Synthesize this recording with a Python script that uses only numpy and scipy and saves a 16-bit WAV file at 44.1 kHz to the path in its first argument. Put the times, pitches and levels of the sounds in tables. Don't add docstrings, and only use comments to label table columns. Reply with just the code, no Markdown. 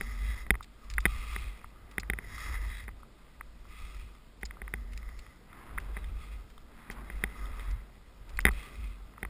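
import sys
import numpy as np
from scipy import signal
from scipy.fft import rfft, irfft, next_fast_len
from scipy.io import wavfile
from scipy.ndimage import uniform_filter1d, map_coordinates

SR = 44100
rng = np.random.default_rng(int(sys.argv[2]) if len(sys.argv) > 2 else 0)


def put_to_file(sound):
    columns = np.atleast_2d(sound).T
    safe = np.clip(columns, -1, 1)
    whole_steps = np.round(safe * 32767)
    wavfile.write(sys.argv[1], SR, whole_steps.astype(np.int16))


def natural_amplitude(level_db):
    exponent = np.asarray(level_db, float) / 20
    return 10 ** exponent


N = 409688

# start_s, hold_s, boom_db, buffet_db (against the boom)
GUSTS = [(0.01, 0.15, -42, -7), (0.222, 0.081, -35.5, -19), (0.39, 0.2, -51.5, 0),
         (0.932, 0.077, -39, -3.5), (1.123, 0.076, -41, -3.5), (1.293, .19, -41.5, -17),
         (1.655, 0.029, -55, -3.5), (1.84, 0.052, -54, -10), (2.017, 0.13, -44, -21),
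         (2.254, 0.13, -47, -9), (2.487, 0.18, -38.5, -11), (2.662, 0.26, -46.5, -14),
         (2.908, 0.032, -53, -15), (3.386, 0.37, -58, 1), (3.82, 0.02, -46, -6), (3.963, 0.081, -45, -12),
         (4.16, 0.037, -73, -22), (4.444, 0.047, -48, -9), (4.642, 0.1, -50.5, -11),
         (4.796, 0.059, -45.5, -17), (4.923, 0.041, -41.5, -19), (5.03, 0.16, -47.5, -5.5),
         (5.286, .02, -69, -8), (5.73, 0.076, -45.5, -3), (5.857, 0.075, -42.5, -10),
         (5.99, 0.19, -41.5, -8), (6.313, 0.085, -44, -23), (6.576, 0.1, -62.5, 9.5),
         (6.918, 0.26, -49.5, -19), (7.157, 0.025, -42, 0), (7.415, 0.21, -44.5, -4.5),
         (7.699, 0.033, -35, -17), (7.902, .1, -62, -9), (8.214, 0.046, -51, -3.5),
         (8.365, 0.07, -41.5, -1.5), (8.512, 0.043, -40.5, -3), (8.792, 0.1, -41.5, -25),
         (9.01, 0.025, -48.5, -21), (9.252, .03, -52, -12)]
GUST_RISE_DB_PER_S, GUST_FALL_DB_PER_S = 254, 173
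LULL_BOOM_DB, LULL_BUFFET_DB = -63.5, -63
# pitch_hz, width_hz, level_db
BOOM = [(48.65, 10.8, 4), (113, 22.2, -18.5)]
# pitch_hz, level_db (per Hz)
BUFFET = [(5, -30), (10, 1), (25, 6), (32, 1.5), (40, -7), (70, -10.5), (130, -51), (300, -120)]
# pitch_hz, level_db (per Hz)
RUSH = [(50, -51), (80, -9.5), (150, -8.5), (250, -12), (400, -15), (810, -21), (1230, -22), (1600, -23.5),
        (2100, -35.5), (3500, -120)]
# time_s, rush_db
AIR_SPEED = [(0.0, -62), (0.33, -63), (0.8, -68.5), (1.14, -62.5), (1.73, -66), (2.46, -60), (2.89, -66.5),
             (4.45, -67), (4.55, -63.5), (5.46, -65.5), (5.72, -58), (6.62, -66), (7.04, -60), (7.48, -59),
             (8.05, -67), (8.64, -60), (8.95, -65.5), (9.29, -62.5)]
# pitch_hz, width_hz, level_db
STRAP = [(229.8, 7.5, 0)]
# start_s, hold_s, level_db
HUMS = [(0.0, 0.28, -59), (0.723, 0.19, -65), (1.153, 0.12, -65.5), (1.56, 0.28, -71.5), (1.996, 0.24, -74),
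        (2.603, 0.25, -75), (4.153, 0.23, -75.5), (4.774, 0.16, -63), (5.5, .2, -80), (6.298, .2, -71.5),
        (6.75, 0.18, -64), (7.0, 0.16, -67), (7.314, 0.21, -61.5), (8.798, 0.091, -62.5)]
HUM_FADE_DB_PER_S, HUM_REST_DB = 92.5, -77

# pitch_hz, width_hz, level_db
CAVITY = [(1234, 150, 12.5), (1050, 880, -7.5)]
SHELL = [(2029, 195, 6.5), (1617, 280, -2)]
DOOR = [(1030, 620, -3.5), (2280, 1500, -10)]
SIDE_WALL = [(2100, 130, -1.5), (2483, 210, 0.5), (2833, 480, -6), (3305, 250, -3), (4300, 1700, -12)]
LID = [(3350, 230, 8), (3850, 120, 9.5)]
VENT = [(5010, 950, 4), (5750, 290, -1)]
FLARE_DB = 1.5

# start_s, hold_s, load_db, spray_db, hollowness_db
RIGHT_EDGE = [
    (0.0, 0.19, -55.5, 2.5, 3.5),
    (.26, 0.15, -52, 2, -1.5),
    (2.3, 0.086, -53.5, -5, 3),
    (2.39, 0.071, -49.5, 3, 3.5),
    (2.49, 0.064, -45.5, -3, 2),
    (2.58, 0.092, -53, -1, 1),
    (2.72, 0.08, -50.5, 1.5, -4.5),
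    (4.76, 0.56, -66, -2, 4),
    (5.03, 0.2, -67, -5, 8),
]
LEFT_EDGE = [(1.08, 0.31, -54, 0.84, 0), (1.26, 0.15, -53.5, -1.7, -9), (1.45, 0.052, -59.5, -0.65, -9),
             (3.705, 0.051, -61.5, 1.4, -3), (3.8, 0.073, -59.5, 1.7, -1), (3.93, 0.061, -62.5, 0, -0.5),
             (5.98, 0.097, -64, 1.1, -2.5), (6.2, 0.13, -61.5, 0.033, -0.5),
             (8.54, 0.025, -55, -0.64, -4.5), (8.6, 0.063, -54.5, -2.1, -6.5), (8.72, 0.18, -63.5, 0.46, 1)]
SKIDS = [(.85, 0.028, -69.5, -1, 13.5), (.92, 0.053, -70, 9, -5), (1.8, .4, -69.5, -1.5, 5.5),
         (4.5, 0.19, -69, 3.5, -3), (7.08, 0.29, -59, 0.5, -2.5), (7.38, 0.087, -59, 3.5, 5.5),
         (7.54, 0.077, -54, 1.5, 1), (7.68, 0.075, -62.5, 2.5, -9), (7.84, 0.053, -75.5, -1, -6),
         (8.28, 0.16, -65, 3.5, 2), (9.17, 0.058, -70, 0, 4)]
DEEP_SNOW = [
    (5.53, 0.2, -59.5, -8, 0),
    (5.8, 0.18, -62, 2, 0.0025),
    (6.8, 0.22, -61, -2, 0),
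]
# (cavity_db, shell_db, door_db, side_wall_db, lid_db, vent_db)
STROKES = [
    (RIGHT_EDGE, 112, 240, (-8, 0.5, -10, -10, -12.5, -14)),
    (LEFT_EDGE, 214, 83, (0, -4, -7.5, 0, -11, -14.5)),
    (SKIDS, 157, 83, (-3, -2, -2, -8.5, -16, -21)),
    (DEEP_SNOW, 170, 320, (-6, -6, 3, -7.5, -15.5, -22)),
]
# cavity_db, shell_db, door_db, side_wall_db, lid_db, vent_db
GLIDE_DB = (-75.5, -76.5, -74.5, -77, -95.5, -82)

# start_s, peak_db, cavity_db, lid_db (last two against the peak)
CLACKS = [(.01, -22.5, -30, -22.5), (.505, -9.5, -33, -18), (.553, -33, -14, -23), (1.054, -10, -34, -19.5),
          (1.06, -18, -21, -24.5), (1.362, -25.5, -24, -22), (1.981, -18, -34, -22),
          (2.032, -37.5, -19, -37), (2.099, -17.5, -37, -19.5), (2.134, -26, -41, -26.5),
          (2.187, -27.5, -26, -25), (2.889, -42, -10, -37), (4.738, -22.5, -28, -23.5),
          (7.238, -16.5, -31, -19), (7.595, -40.5, -13, -6.5), (8.452, -6, -33, -18.5),
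          (8.466, -15, -27, -20.5), (8.488, -21.5, -18, -23), (9.25, -32, -14.5, -26)]
BUMPS = [(.465, -36, -16, -23), (.541, -32.5, -14, -36), (2.88, -30, -27, -27), (4.431, -23.5, -34, -25),
         (4.617, -28, -25, -27), (5.967, -28, -17, -27), (5.972, -31.5, -29, -24), (6.9, -26, -25, -25),
         (7.1, -28, -28, -26), (8.46, -28, -33, -30), (8.483, -18.5, -30, -46), (9.229, -21, -41, -24)]
TICKS = [(.981, -10, -52, -34), (.9855, -31.5, -5, -22), (4.508, -27, -22, -25.5), (4.678, -27.5, -18, -27),
         (5.777, -28.5, -6.5, -20), (5.7826, -17.5, -39, -46), (8.389, -12.5, -22.5, -34),
         (8.474, -18, -14, -25), (3.409, -26.5, -13, -46), (5.029, -36.5, -24.5, -23),
         (5.089, -38, -15, -17), (5.264, -38, -18, -20), (5.529, -36.5, -12, -19), (2.244, -47, -18, -28),
         (6.042, -34, -27, -11), (7.455, -40.5, -10, -4)]
POPS = [(.607, -43.5, 2, -24), (1.643, -40, -4, -36), (3.031, -55.5, 6, -36.5), (3.652, -52, -3, -30),
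        (4.569, -61, 11, -29), (6.578, -52, -1, 2), (7.363, -58, 6, -18), (8.508, -49, 4, -25.5),
        (9.179, -41.5, -5, -31), (1.614, -46, -9, -37), (4.088, -57, -3, -16), (4.15, -51.5, -7, -6.5),
        (9.137, -49, -9.5, -32)]
# rows, thud_db, boom_db, contact_s
CONTACTS = [
    (CLACKS, -15, -13.5, 0.00083),
    (BUMPS, -13.5, -13, 0.0012),
    (TICKS, -32, -38, 0.0017),
    (POPS, -27, -18, 0.0014),
]
# pitch_hz, level_db, t60_s
KNOCK_SHELL = [(2020, 15.5, 0.004), (2670, -21.5, 0.015)]
KNOCK_SOFT = [(1590, 13, 0.0051), (1300, -0.5, 0.0045)]
KNOCK_CAVITY = [(1187, 8.5, 0.0095), (1000, -2.5, 0.0058)]
KNOCK_LID = [(3210, 1, 0.012), (3536, 4.5, 0.0098), (5044, -9, 0.014)]
KNOCK_THUD = [(381, 2, 0.03), (193, 8, 0.03), (310, 3.5, 0.023), (112, -13.5, 0.35), (797, 2, 0.024)]
KNOCK_BOOM = [(51.6, 7.5, 0.17)]

# start_s, peak_db, t60_s, dullness_db
SCUFFS = [(0.626, -32, 0.046, -3), (0.643, -38, 0.02, 6), (0.841, -51, 0.043, 12), (0.9, -22, 0.024, -2.5),
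          (.91, -38, 0.061, 3.5), (0.937, -30, 0.03, 2), (0.9662, -46, 0.06, -2), (1.003, -25.5, 0.029, -2),
          (1.0164, -51, 0.049, -3), (1.912, -48.5, 0.042, 16), (1.998, -20, 0.029, -3),
          (2.8394, -37, 0.023, 3), (4.41, -55, 0.072, 15), (4.423, -52, 0.032, 17),
          (4.4523, -21, 0.014, -4), (4.457, -33.5, 0.033, 3), (4.921, -55.5, 0.12, 16),
          (4.933, -43, 0.02, 13), (4.9752, -21, 0.016, -1), (5.19, -42.5, 0.05, 10), (5.263, -54, .03, 2),
          (.516, -44, 0.013, -10), (5.8, -40, 0.047, 6), (6.5004, -48, 0.046, 6), (6.91, -42, 0.096, 12),
          (7.71, -33.5, 0.037, 1), (8.293, -33.5, 0.015, 3.5), (8.299, -40, 0.035, 0),
          (8.3708, -28, 0.032, -1), (8.4043, -8, 0.0065, -3), (8.411, -29, 0.022, 4),
          (8.515, -31, 0.019, -9)]

# pitch_hz, level_db (per Hz)
HISS = [(9, -34), (15, -2.5), (54, -9.5), (440, -18.5), (1270, -40.5), (1940, -23.5), (3500, -21.5),
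        (4940, -27.5), (5600, -40.5), (7000, -44)]

# pitch_hz, level_db
ANTI_ALIAS = [(5400, 0), (5750, -3), (6000, -4), (6200, -9), (6600, -40), (7000, -120)]
CLOCK_HZ, TOP_HZ = 12000, 15330
# pitch_hz, level_db
TOP = [(15330, -17.5), (16000, -3.5), (16500, -10), (16700, -65.5)]
# pitch_hz, level_db (per Hz)
CIRCUIT = [(9000, -120), (10500, -1), (12000, -0.5), (15100, 1), (15400, -120)]
CIRCUIT_DB = -81.5
# pitch_hz, level_db (per bin)
DROPOUT = [(10000, -125), (11300, -103), (13000, -101), (14500, -103.5), (14900, -103), (15300, -99)]
DROPOUT_SWING_DB, DROPOUT_DEPTH_DB = 2.5, -17


def wind():
    start, hold, boom_db, buffet_db = np.transpose(GUSTS)

    def gusts(db, lull_db):
        return swells(start, hold, db, GUST_RISE_DB_PER_S, GUST_FALL_DB_PER_S, lull_db)

    boom = steadied(patchy(steep(BOOM, 1.82), patchy_db=2.2), share=0.8, size=1800)
    boom = natural_amplitude(4.0) * gusts(boom_db, LULL_BOOM_DB) * boom

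    buffet = steadied(patchy(spectrum(BUFFET), patchy_db=7.0), share=0.83, size=4000)
    buffet = natural_amplitude(5.0) * gusts(boom_db + buffet_db, LULL_BUFFET_DB) * buffet

    rush_db, = curves(AIR_SPEED)
    rush = unit(natural_amplitude(0.8 * wobble(40)) * patchy(spectrum(RUSH), patchy_db=0.6))
    rush = natural_amplitude(rush_db + 4.5) * rush

    flutter = natural_amplitude(1.5 * wobble(9))
    hum = flutter * steadied(patchy(steep(STRAP, 2), patchy_db=1), share=0.7, size=4000)
    hum = hum * swells(*np.transpose(HUMS), HUM_FADE_DB_PER_S, HUM_FADE_DB_PER_S, HUM_REST_DB)
    return boom + buffet + rush + hum


def skis():
    crunch = natural_amplitude(0.8 * wobble(40) + 1.7 * wobble(300))
    out = np.zeros(N)
    for part, modes in enumerate([CAVITY, SHELL, DOOR, SIDE_WALL, LID, VENT]):
        flare = natural_amplitude(FLARE_DB * wobble(12))
        swish = patchy(steep(modes, 1.58), patchy_db=0.0)
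        out += load(part) * unit(flare * crunch * swish)
    return out


def load(part):
    upper = part > 2
    airy = part % 5 == 0
    phases = []
    for rows, rise, fall, colour_db in STROKES:
        for start, hold, db, spray_db, hollow_db in rows:
            level_db = db + colour_db[part] + spray_db * upper + hollow_db * airy
            phases.append((start, hold, level_db, rise, fall))
    return swells(*np.transpose(phases), GLIDE_DB[part])


def mount():
    out, t = np.zeros(N + SR), np.arange(SR // 3) / SR
    knocks = [(*row, *weight) for rows, *weight in CONTACTS for row in rows]
    chance = rng.standard_normal((len(knocks), 22))
    scatter_db = 0.4
    detune = 1 + 0.004 * np.clip(chance, -1.5, 1.5)
    rebound = round(0.001775 * SR)
    for knock, luck, tune in zip(knocks, chance, detune):
        start, db, cavity_db, lid_db, thud_db, boom_db, contact_s = knock

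        def ring(modes, first):
            total = np.zeros(len(t))
            for i, (hz, level_db, t60) in enumerate(modes, first):
                decay = natural_amplitude(level_db + scatter_db * luck[i] - 60 * t / t60)
                total += decay * np.sin(2 * np.pi * hz * tune[i + 4] * t)
            return total

        soft_db = np.clip(-12 - 0.9 * (lid_db + 22), -14, -3)
        hard = -ring(KNOCK_SHELL, 0) + natural_amplitude(soft_db) * ring(KNOCK_SOFT, 2)
        hard += natural_amplitude(cavity_db + 11.0) * ring(KNOCK_CAVITY, 4)
        hard += natural_amplitude(lid_db + 3.5) * ring(KNOCK_LID, 6)
        hard += natural_amplitude(thud_db - 5.0) * ring(KNOCK_THUD, 9)
        hard *= 1 - np.exp(-(t / contact_s) ** 2)
        hard = hard - natural_amplitude(-10.5 + scatter_db * luck[20]) * np.pad(hard, (rebound, 0))[:len(t)]
        slow_rise = 1 - np.exp(-t / 0.019)
        boom = -natural_amplitude(boom_db) * ring(KNOCK_BOOM, 14) * slow_rise
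        out[round((start + 0.0005) * SR):][:len(t)] += natural_amplitude(db + 2.0) * (hard + boom)
    return out[:N]


def cloth():
    t = np.arange(N) / SR
    bright, dull = np.zeros(N), np.zeros(N)
    for start, db, t60, dull_db in SCUFFS:
        onset = np.clip((t - start) / 0.0015, 0, 1)
        rub = natural_amplitude(db - 16.5 - 60 * np.clip(t - start, 0, 1) / max(t60, 0.005)) * onset
        bright += rub
        dull += natural_amplitude(dull_db) * rub
    grit = natural_amplitude(1.7 * np.clip(wobble(350), -3, 1.5))
    fizz = patchy(steep([(4850, 1100, 6), (3550, 500, 3)], 2), patchy_db=-5.5)
    body = patchy(resonances([(2200, 740, 0)]), patchy_db=1)
    return grit * (bright * fizz + dull * body)


def floor():
    return natural_amplitude(-68) * patchy(spectrum(HISS), patchy_db=0.7)


def swells(start, hold, db, rise, fall, rest_db):
    t = np.arange(0, N + 64, 64)[:, None] / SR
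    before, after = np.clip(start - t, 0, None), np.clip(t - start - hold, 0, None)
    level_db = db - rise * before - fall * after
    power = np.sum(natural_amplitude(level_db) ** 2, axis=1) + natural_amplitude(rest_db) ** 2
    return np.interp(np.arange(N) / SR, t[:, 0], np.sqrt(power))


def patchy(response, patchy_db):
    z = signal.stft(rng.standard_normal(N), nperseg=512)[2]
    field = uniform_filter1d(rng.standard_normal(z.shape), size=5, axis=0)
    field = uniform_filter1d(field, size=10, axis=1)
    noise = signal.istft(z * natural_amplitude(patchy_db * unit(field)), nperseg=512)[1][:N]
    return unit(filtered(noise, response))


def steadied(x, share, size):
    power = np.abs(uniform_filter1d(x ** 2, size=size)) + 0.02
    return unit(x / power ** (share / 2))


def wobble(rate):
    return map_coordinates(rng.standard_normal(N // 100), [np.arange(N) * rate / SR])


def resonances(modes):
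    def response(f):
        return sum((-1) ** k * natural_amplitude(db) * 1j * f * width / (hz * hz - f * f + 1j * f * width)
                   for k, (hz, width, db) in enumerate(modes))
    return response


def steep(modes, power):
    return lambda f: resonances(modes)(f) ** power


def spectrum(points):
    return lambda f: natural_amplitude(along(points, f))


def along(points, hz):
    f, v = np.transpose(points)
    return np.interp(np.log(hz + 1), np.log(f + 1), v)


def curves(rows):
    s, *cols = np.transpose(rows)
    return [np.interp(np.arange(N) / SR, s, c) for c in cols]


def filtered(x, response):
    m = next_fast_len(N + SR // 4)
    return irfft(rfft(x, m) * response(np.fft.rfftfreq(m, 1 / SR)), m)[:N]


def unit(x):
    return x / np.sqrt(np.mean(x ** 2) + 1e-20)


def scene():
    return (wind() + skis() + mount() + cloth() + floor())[None]


def without_faint_highs(x):
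    hz, _, z = signal.stft(x, SR, nperseg=1024)

    def smooth(v):
        return uniform_filter1d(uniform_filter1d(v, size=3, axis=0), size=7, axis=1)

    swing = unit(smooth(rng.standard_normal(z.shape)))
    need = natural_amplitude(along(DROPOUT, hz)[:, None] + DROPOUT_SWING_DB * swing) ** 2
    power = np.abs(smooth(np.abs(z) ** 2)) + 1e-20
    kept = 1 / (1 + np.minimum(need / power, 100) ** 8)
    return signal.istft(z * np.maximum(kept, natural_amplitude(DROPOUT_DEPTH_DB)), SR, nperseg=1024)[1][:N]


def sharp_only(top):
    def power(size):
        return np.abs(uniform_filter1d(top ** 2, size=size)) + 1e-14

    jump = power(300) / power(5000)
    return top * jump ** 6 / (jump ** 6 + 4.2 ** 6)


def low_pass(x):
    return signal.sosfilt(signal.butter(12, 16530, fs=SR, output="sos"), x)


def record(dry):
    eased = dry[0] / (1 + np.abs(dry[0] / 0.75) ** 4) ** (1 / 4)
    slow = filtered(eased, lambda f: spectrum(ANTI_ALIAS)(f) / np.sinc(np.minimum(f / CLOCK_HZ, 0.5)))
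    mirrored = slow * (1 + 2 * np.cos(2 * np.pi * CLOCK_HZ * np.arange(N) / SR))
    held = filtered(mirrored, lambda f: np.sinc(f / CLOCK_HZ) * (f < TOP_HZ))
    top = filtered(mirrored, lambda f: np.sinc(f / CLOCK_HZ) * (f >= TOP_HZ) * spectrum(TOP)(f))
    circuit = natural_amplitude(CIRCUIT_DB) * patchy(spectrum(CIRCUIT), patchy_db=3)
    mix = without_faint_highs(held + circuit) + sharp_only(top)
    return low_pass(mix[None])


dry = scene()
out = record(dry)
put_to_file(out)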